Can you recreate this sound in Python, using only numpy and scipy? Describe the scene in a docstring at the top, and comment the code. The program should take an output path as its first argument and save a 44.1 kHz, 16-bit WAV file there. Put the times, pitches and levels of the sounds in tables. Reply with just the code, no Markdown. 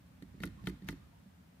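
"""A quiet room, a stereo microphone close to a plastic bin where a hamster works its water bottle.
Over a faint hum and hiss come a soft bump and a first tick of tooth on the steel spout.
Then three quick tugs: teeth scrape, the ball valve clacks and rattles back with small ticks,
and the bin wall that holds the bottle thumps over a soft, swelling rumble.
The rumble sinks away past a few barely heard tones and one last light bump."""
import sys
import numpy as np
from scipy import signal
from scipy.fft import rfft, irfft
from scipy.io import wavfile
from scipy.ndimage import uniform_filter1d

SR = 44100
rng = np.random.default_rng(int(sys.argv[2]) if len(sys.argv) > 2 else 0)


def log_audio(samples):
    """Write samples as a 16-bit WAV file to the path given in sys.argv[1]."""
    # one column per channel
    frames = np.atleast_2d(samples).T
    # limit to full scale, then quantise
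    limited = np.clip(frames, -1, 1)
    pcm = np.round(limited * 32767).astype(np.int16)
    wavfile.write(sys.argv[1], SR, pcm)


N = 70560

# How long the room rings. Each row: frequency in Hz, seconds to die by 60 dB.
ROOM_DECAY = [(100, 0.12), (400, 0.6), (1500, 0.5), (4000, 0.77), (12000, 0.41)]
# How alike the two channels of a noise are. Each row: frequency in Hz, likeness from 0 to 1.
STEREO_LIKENESS = [(60, 0.99), (220, 0.91), (380, 0), (700, 0), (1300, 0), (15000, 0)]
BIN_PAN_DB = -3  # wall and rumble sit a little to the right
STEEL_RISE_S = 0.0011


def amp(db):
    """Decibels to gain."""
    return 10 ** (np.asarray(db) / 20)


def pan(db):
    """Channel gains that put the left db above the right."""
    return amp([[db / 2], [-db / 2]])


def curve_at(points, hz):
    """A curve read on a log-frequency axis."""
    point_hz, value = np.transpose(points)
    return np.interp(np.log(hz + 1), np.log(point_hz + 1), value)


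def add(mix, start, sound):
    """Mixes in a stereo sound at start seconds."""
    part = mix[:, max(round(start * SR), 0):][:, :sound.shape[1]]
    part += sound[:, :part.shape[1]]


def noise(spectrum):
    """Stereo noise of unit level with the given spectrum, centred in the bass and wide above."""
    hz = np.fft.rfftfreq(N, 1 / SR)
    left, other = rfft(rng.standard_normal((2, N)))
    likeness = np.clip(curve_at(STEREO_LIKENESS, hz), 0, 1)
    right = likeness * left + np.sqrt(1 - likeness ** 2) * other
    shaped = irfft(np.array([left, right]) * amp(curve_at(spectrum, hz)), N)
    return shaped / shaped.std()


def reverb(sound, decay):
    """A diffuse tail in which each band dies in the time its decay curve gives."""
    hz, t, bands = signal.stft(rng.standard_normal((2, SR // 2)), SR, nperseg=256)
    tail = signal.istft(bands * amp(-60 * t / curve_at(decay, hz)[:, None]), SR, nperseg=256)[1]
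    tail *= 1 - np.exp(-np.arange(tail.shape[1]) / SR / 0.0095)
    return signal.fftconvolve(sound, tail / np.linalg.norm(tail[0]), axes=1)[:, :N]


def room_tone():
    """The steady hum and hiss of the room."""
    # Each row: frequency in Hz, relative noise density in dB.
    spectrum = [(20, -62), (32, -31), (48, -13.5), (80, -2), (130, -10.5), (185, -0.5), (225, -14),
                (255, -7.5), (300, -18.5), (400, -22.5), (550, -19.5), (1000, -24), (1800, -26.5),
                (6300, -37.5), (11000, -39), (16000, -38.5)]
    return pan(0.46) * amp(-61.5) * noise(spectrum)


def faint_tones(width_hz=57):
    """Brief, fuzzy tones somewhere in the room, barely above the hiss."""
    # Each row: start in seconds, length in seconds, centre in Hz, level in dB.
    tones = [(0.577, 0.052, 1080, -67), (1.007, 0.043, 1240, -71), (1.116, .045, 707, -71.5),
             (1.126, 0.062, 906, -70.5)]
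    out, hz = np.zeros((2, N)), np.fft.rfftfreq(N, 1 / SR)
    for start, length, centre_hz, db in tones:
        progress = np.arange(0, length, 1 / SR) / length
        passband = np.exp(-((hz - centre_hz) / width_hz) ** 2)
        band = irfft(rfft(rng.standard_normal((2, N))) * passband, N)
        add(out, start, amp(db) * np.sin(np.pi * progress) * band[:, :len(progress)] / band.std())
    return out


def bin_rumble():
    """The bin's low rumble swells while the bottle is being tugged."""
    # Each row: frequency in Hz, relative noise density in dB.
    spectrum = [(20, -65), (30, -29), (42, -11.5), (57, -1), (90, -7), (130, -7.5), (180, -7.5),
                (280, -13.5), (450, -38), (1000, -32.5), (4000, -42.5), (15000, -60)]
    # Each row: time in seconds, level in dB.
    levels = [(0, -64), (.2, -61.5), (.33, -57.5), (.4, -55.5), (.46, -50), (0.531, -57.5), (.6, -52),
              (0.719, -49), (.8, -61.5), (.9, -47), (.98, -57), (1.1, -62), (1.251, -67.5), (1.6, -79)]
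    swell = amp(np.interp(np.arange(N) / SR, *np.transpose(levels)))
    return pan(BIN_PAN_DB) * swell * noise(spectrum)


def wall_thumps(rise_s=0.0021, scatter=0.047):
    """Every push rings the low modes of the plastic wall, tuned a little differently each time."""
    # Each row: start in seconds, gain in dB, centre in Hz, fall-off from it in dB per octave.
    pushes = [(0.087, -24, 176, 12), (0.223, -1, 240, 18), (.343, -16, 300, -1), (0.381, 11.5, 65, 18),
              (0.405, -3, 152, 5), (.437, -1, 195, -4.5), (.455, -1, 290, 13), (0.475, -4.5, 296, 15.5),
              (0.504, 6, 79.6, 22), (.576, -7.5, 170, 23), (0.623, -16, 153, 15), (.640, -4, 173, 14),
              (.673, 3, 149, -2), (0.689, 1.5, 367, 13.5), (0.721, -6.5, 262, 19), (.822, -4.5, 217, 16.5),
              (.843, -14, 167, 12), (.889, -0.5, 165, 0), (0.928, -0.5, 278, 22), (.955, -22, 57, 21),
              (1.258, -14, 187, 34)]
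    # Each row: frequency in Hz, level in dB, seconds to die by 60 dB.
    modes = [(57.7, -58.5, 0.75), (103.7, -47, 0.17), (153.3, -38, 0.11), (189.1, -32.5, 0.11),
             (274.5, -35.5, 0.078), (346.2, -40, 0.099), (408.4, -44.5, 0.068)]
    t, out = np.arange(SR // 3) / SR, np.zeros((2, N))
    attack = 1 - np.exp(-t / rise_s)
    for start, gain_db, centre_hz, falloff in pushes:
        detunes = 1 + scatter * rng.uniform(-1.24, 1, len(modes))
        ring = 0
        for (hz, db, t60), detune in zip(modes, detunes):
            mode_db = db - falloff * abs(np.log2(hz / centre_hz))
            ring += amp(mode_db - 60 * t / t60) * np.sin(2 * np.pi * hz * detune * t)
        add(out, start, pan(BIN_PAN_DB) * amp(gain_db) * ring * attack)
    return out + amp(-38) * pan(BIN_PAN_DB) * reverb(out, ROOM_DECAY)[0]


def tooth_scrape(length, level_db, grain_db=3):
    """A short run of tiny slips of tooth on steel."""
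    # Each row: frequency in Hz, relative noise density in dB.
    spectrum = [(400, -6), (1000, -8.5), (2000, -0.5), (3200, -4.5), (4400, 0), (6500, -10), (11000, -13),
                (15500, -10)]
    progress = np.arange(0, length, 1 / SR) / length
    slips = uniform_filter1d(rng.standard_normal(N), size=64)
    grains = amp(grain_db * slips / slips.std()) * noise(spectrum)
    arch = np.sqrt(abs(np.sin(np.pi * progress)))
    return amp(level_db) * arch * grains[:, :len(progress)]


def tube_ping(gain_db):
    """A light tick rings the steel tube alone: a small, hollow ping."""
    # Each row: frequency in Hz, level in dB, seconds to die by 60 dB.
    modes = [(1858, -39.5, 0.029), (1993, -40.5, 0.026), (3160, -42.5, 0.013), (3700, -40, 0.013),
             (4350, -39.5, 0.021)]
    t = np.arange(SR // 8) / SR
    phases = rng.random((len(modes), 2, 1))
    ring = sum(amp(db - 60 * t / t60) * np.sin(2 * np.pi * (hz * t + phase))
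               for (hz, db, t60), phase in zip(modes, phases))
    return amp(gain_db) * ring * (1 - np.exp(-t / STEEL_RISE_S))


def ball_rebound(level_db, decay_s=0.0023):
    """The steel ball drops back on its seat with a thin treble click."""
    # Each row: frequency in Hz, relative noise density in dB.
    spectrum = [(500, -28), (3000, -24), (5000, -3), (7000, -1), (11500, 0.5), (15500, -3.5)]
    t = np.arange(SR // 50) / SR
    return amp(level_db) * np.exp(-t / decay_s) * noise(spectrum)[:, :len(t)]


def contact_snap(gain_db, rise_s=0.00017, decay_s=0.0034):
    """The bright crack of a hard contact on steel: a very short fizz, left of centre."""
    # Each row: frequency in Hz, relative noise density in dB.
    spectrum = [(500, -11), (2000, 9), (4300, -14), (6000, -3), (8000, -9.5), (10500, -3.5), (12000, 1),
                (15500, -55)]
    t = np.arange(SR // 25) / SR
    envelope = np.exp(-t / decay_s) * (1 - np.exp(-t / rise_s))
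    return pan(8) * amp(gain_db - 46) * envelope * noise(spectrum)[:, :len(t)]


def valve_clack(gain_db, tilt, right_lag_s=0.00006):
    """The ball's knock rings spout and bottle; the sound reaches the left channel first."""
    # Each row: frequency in Hz, level in dB, seconds to die by 60 dB, left minus right in dB.
    modes = [(505.5, -39, 0.04, 16.5), (720, -39, 0.0047, 23), (891, -45, 0.027, 14),
             (1233, -48.5, 0.096, -1), (1455, -29, 0.016, 2), (1596, -40, 0.0077, -13),
             (1835, -39.5, 0.032, -2), (2009, -46.5, 0.055, 4), (2205, -32, 0.012, 7.5),
             (2626, -36.5, 0.016, 4.5), (3126, -38, 0.017, 3.5), (3464, -40.5, 0.011, 13.5),
             (3757, -44, 0.015, -13), (4317, -43.5, .025, 3), (5530, -52.5, 0.029, -14)]
    t = np.maximum(np.arange(SR // 6) / SR - np.array([[0], [right_lag_s]]), 0)
    ring = 0
    for k, (hz, db, t60, pan_db) in enumerate(modes):
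        scatter_db = 2.66 * rng.uniform(-1.67, 1)  # each knock lands differently, favouring other modes
        mode_db = db + scatter_db + tilt * np.log2(hz / 1800)
        ring += (-1) ** k * pan(pan_db) * amp(mode_db - 60 * t / t60) * np.sin(2 * np.pi * hz * t)
    return amp(gain_db) * ring * (1 - np.exp(-t / STEEL_RISE_S))


def hamster_at_spout(bin_t60_s=0.023):
    """Teeth and ball valve strike the spout; the bin walls and the room throw the sound back."""
    # Each row: start in seconds, ring gain in dB, treble tilt in dB per octave, snap gain in dB.
    clacks = [(.4346, -0.5, -0.7, 4), (.6706, 2.5, 1, 2), (.8866, 0, 1, 5.5)]
    # Each row: start in seconds, ping gain in dB, snap gain in dB.
    tooth_ticks = [(.2235, -13.5, -10.5), (.4030, -12, -10.5), (.4730, -11, -11), (.6395, -19, -17.5),
                   (0.6956, -18, -5), (0.8213, -21, -25), (0.844, -30.5, -19), (0.925, -16.5, -14)]
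    # Each row: start in seconds, length in seconds, level in dB.
    scrapes = [(0.414, 0.036, -59.5), (0.449, 0.022, -59.5), (0.653, 0.044, -60.5), (.688, 0.016, -63),
               (0.868, 0.039, -61), (0.893, 0.036, -62)]
    # One just after each clack. Each row: start in seconds, level in dB.
    rebounds = [(0.4545, -46), (0.6866, -49), (0.906, -52)]
    # Each row: delay in seconds, left gain, right gain.
    bin_echoes = [(.00103, 0.18, 0.24), (.00279, 0.052, 0.52), (.00426, 0.071, 0.28)]
    direct = np.zeros((2, N))
    for start, ring_db, tilt, snap_db in clacks:
        add(direct, start, valve_clack(ring_db, tilt))
        add(direct, start, contact_snap(snap_db))
    for start, ping_db, snap_db in tooth_ticks:
        add(direct, start, tube_ping(ping_db))
        add(direct, start, contact_snap(snap_db))
    for start, length, db in scrapes:
        add(direct, start, tooth_scrape(length, db))
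    near = direct.copy()
    for start, db in rebounds:
        add(near, start, ball_rebound(db))
    for delay, left, right in bin_echoes:
        add(near, delay, direct * np.array([[left], [right]]))
    bin_tail = amp(-11.5) * reverb(near, [(100, bin_t60_s), (15000, bin_t60_s)])
    room_tail = amp(-19.5) * reverb(near, ROOM_DECAY)
    return near + bin_tail + room_tail


def scene():
    """Spout, bin and room as they arrive at the microphone."""
    return hamster_at_spout() + wall_thumps() + room_tone() + bin_rumble() + faint_tones()


def record(dry, low_cut_hz=46, high_cut_hz=15600):
    """The microphone loses the deepest bass, the recorder the highest treble."""
    thinned = signal.sosfilt(signal.butter(4, low_cut_hz, "high", fs=SR, output="sos"), dry)
    lowpass = signal.firwin(511, high_cut_hz, window=("kaiser", 9), fs=SR)
    return signal.oaconvolve(thinned, lowpass[None], "same")


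dry = scene()
out = record(dry)
log_audio(out)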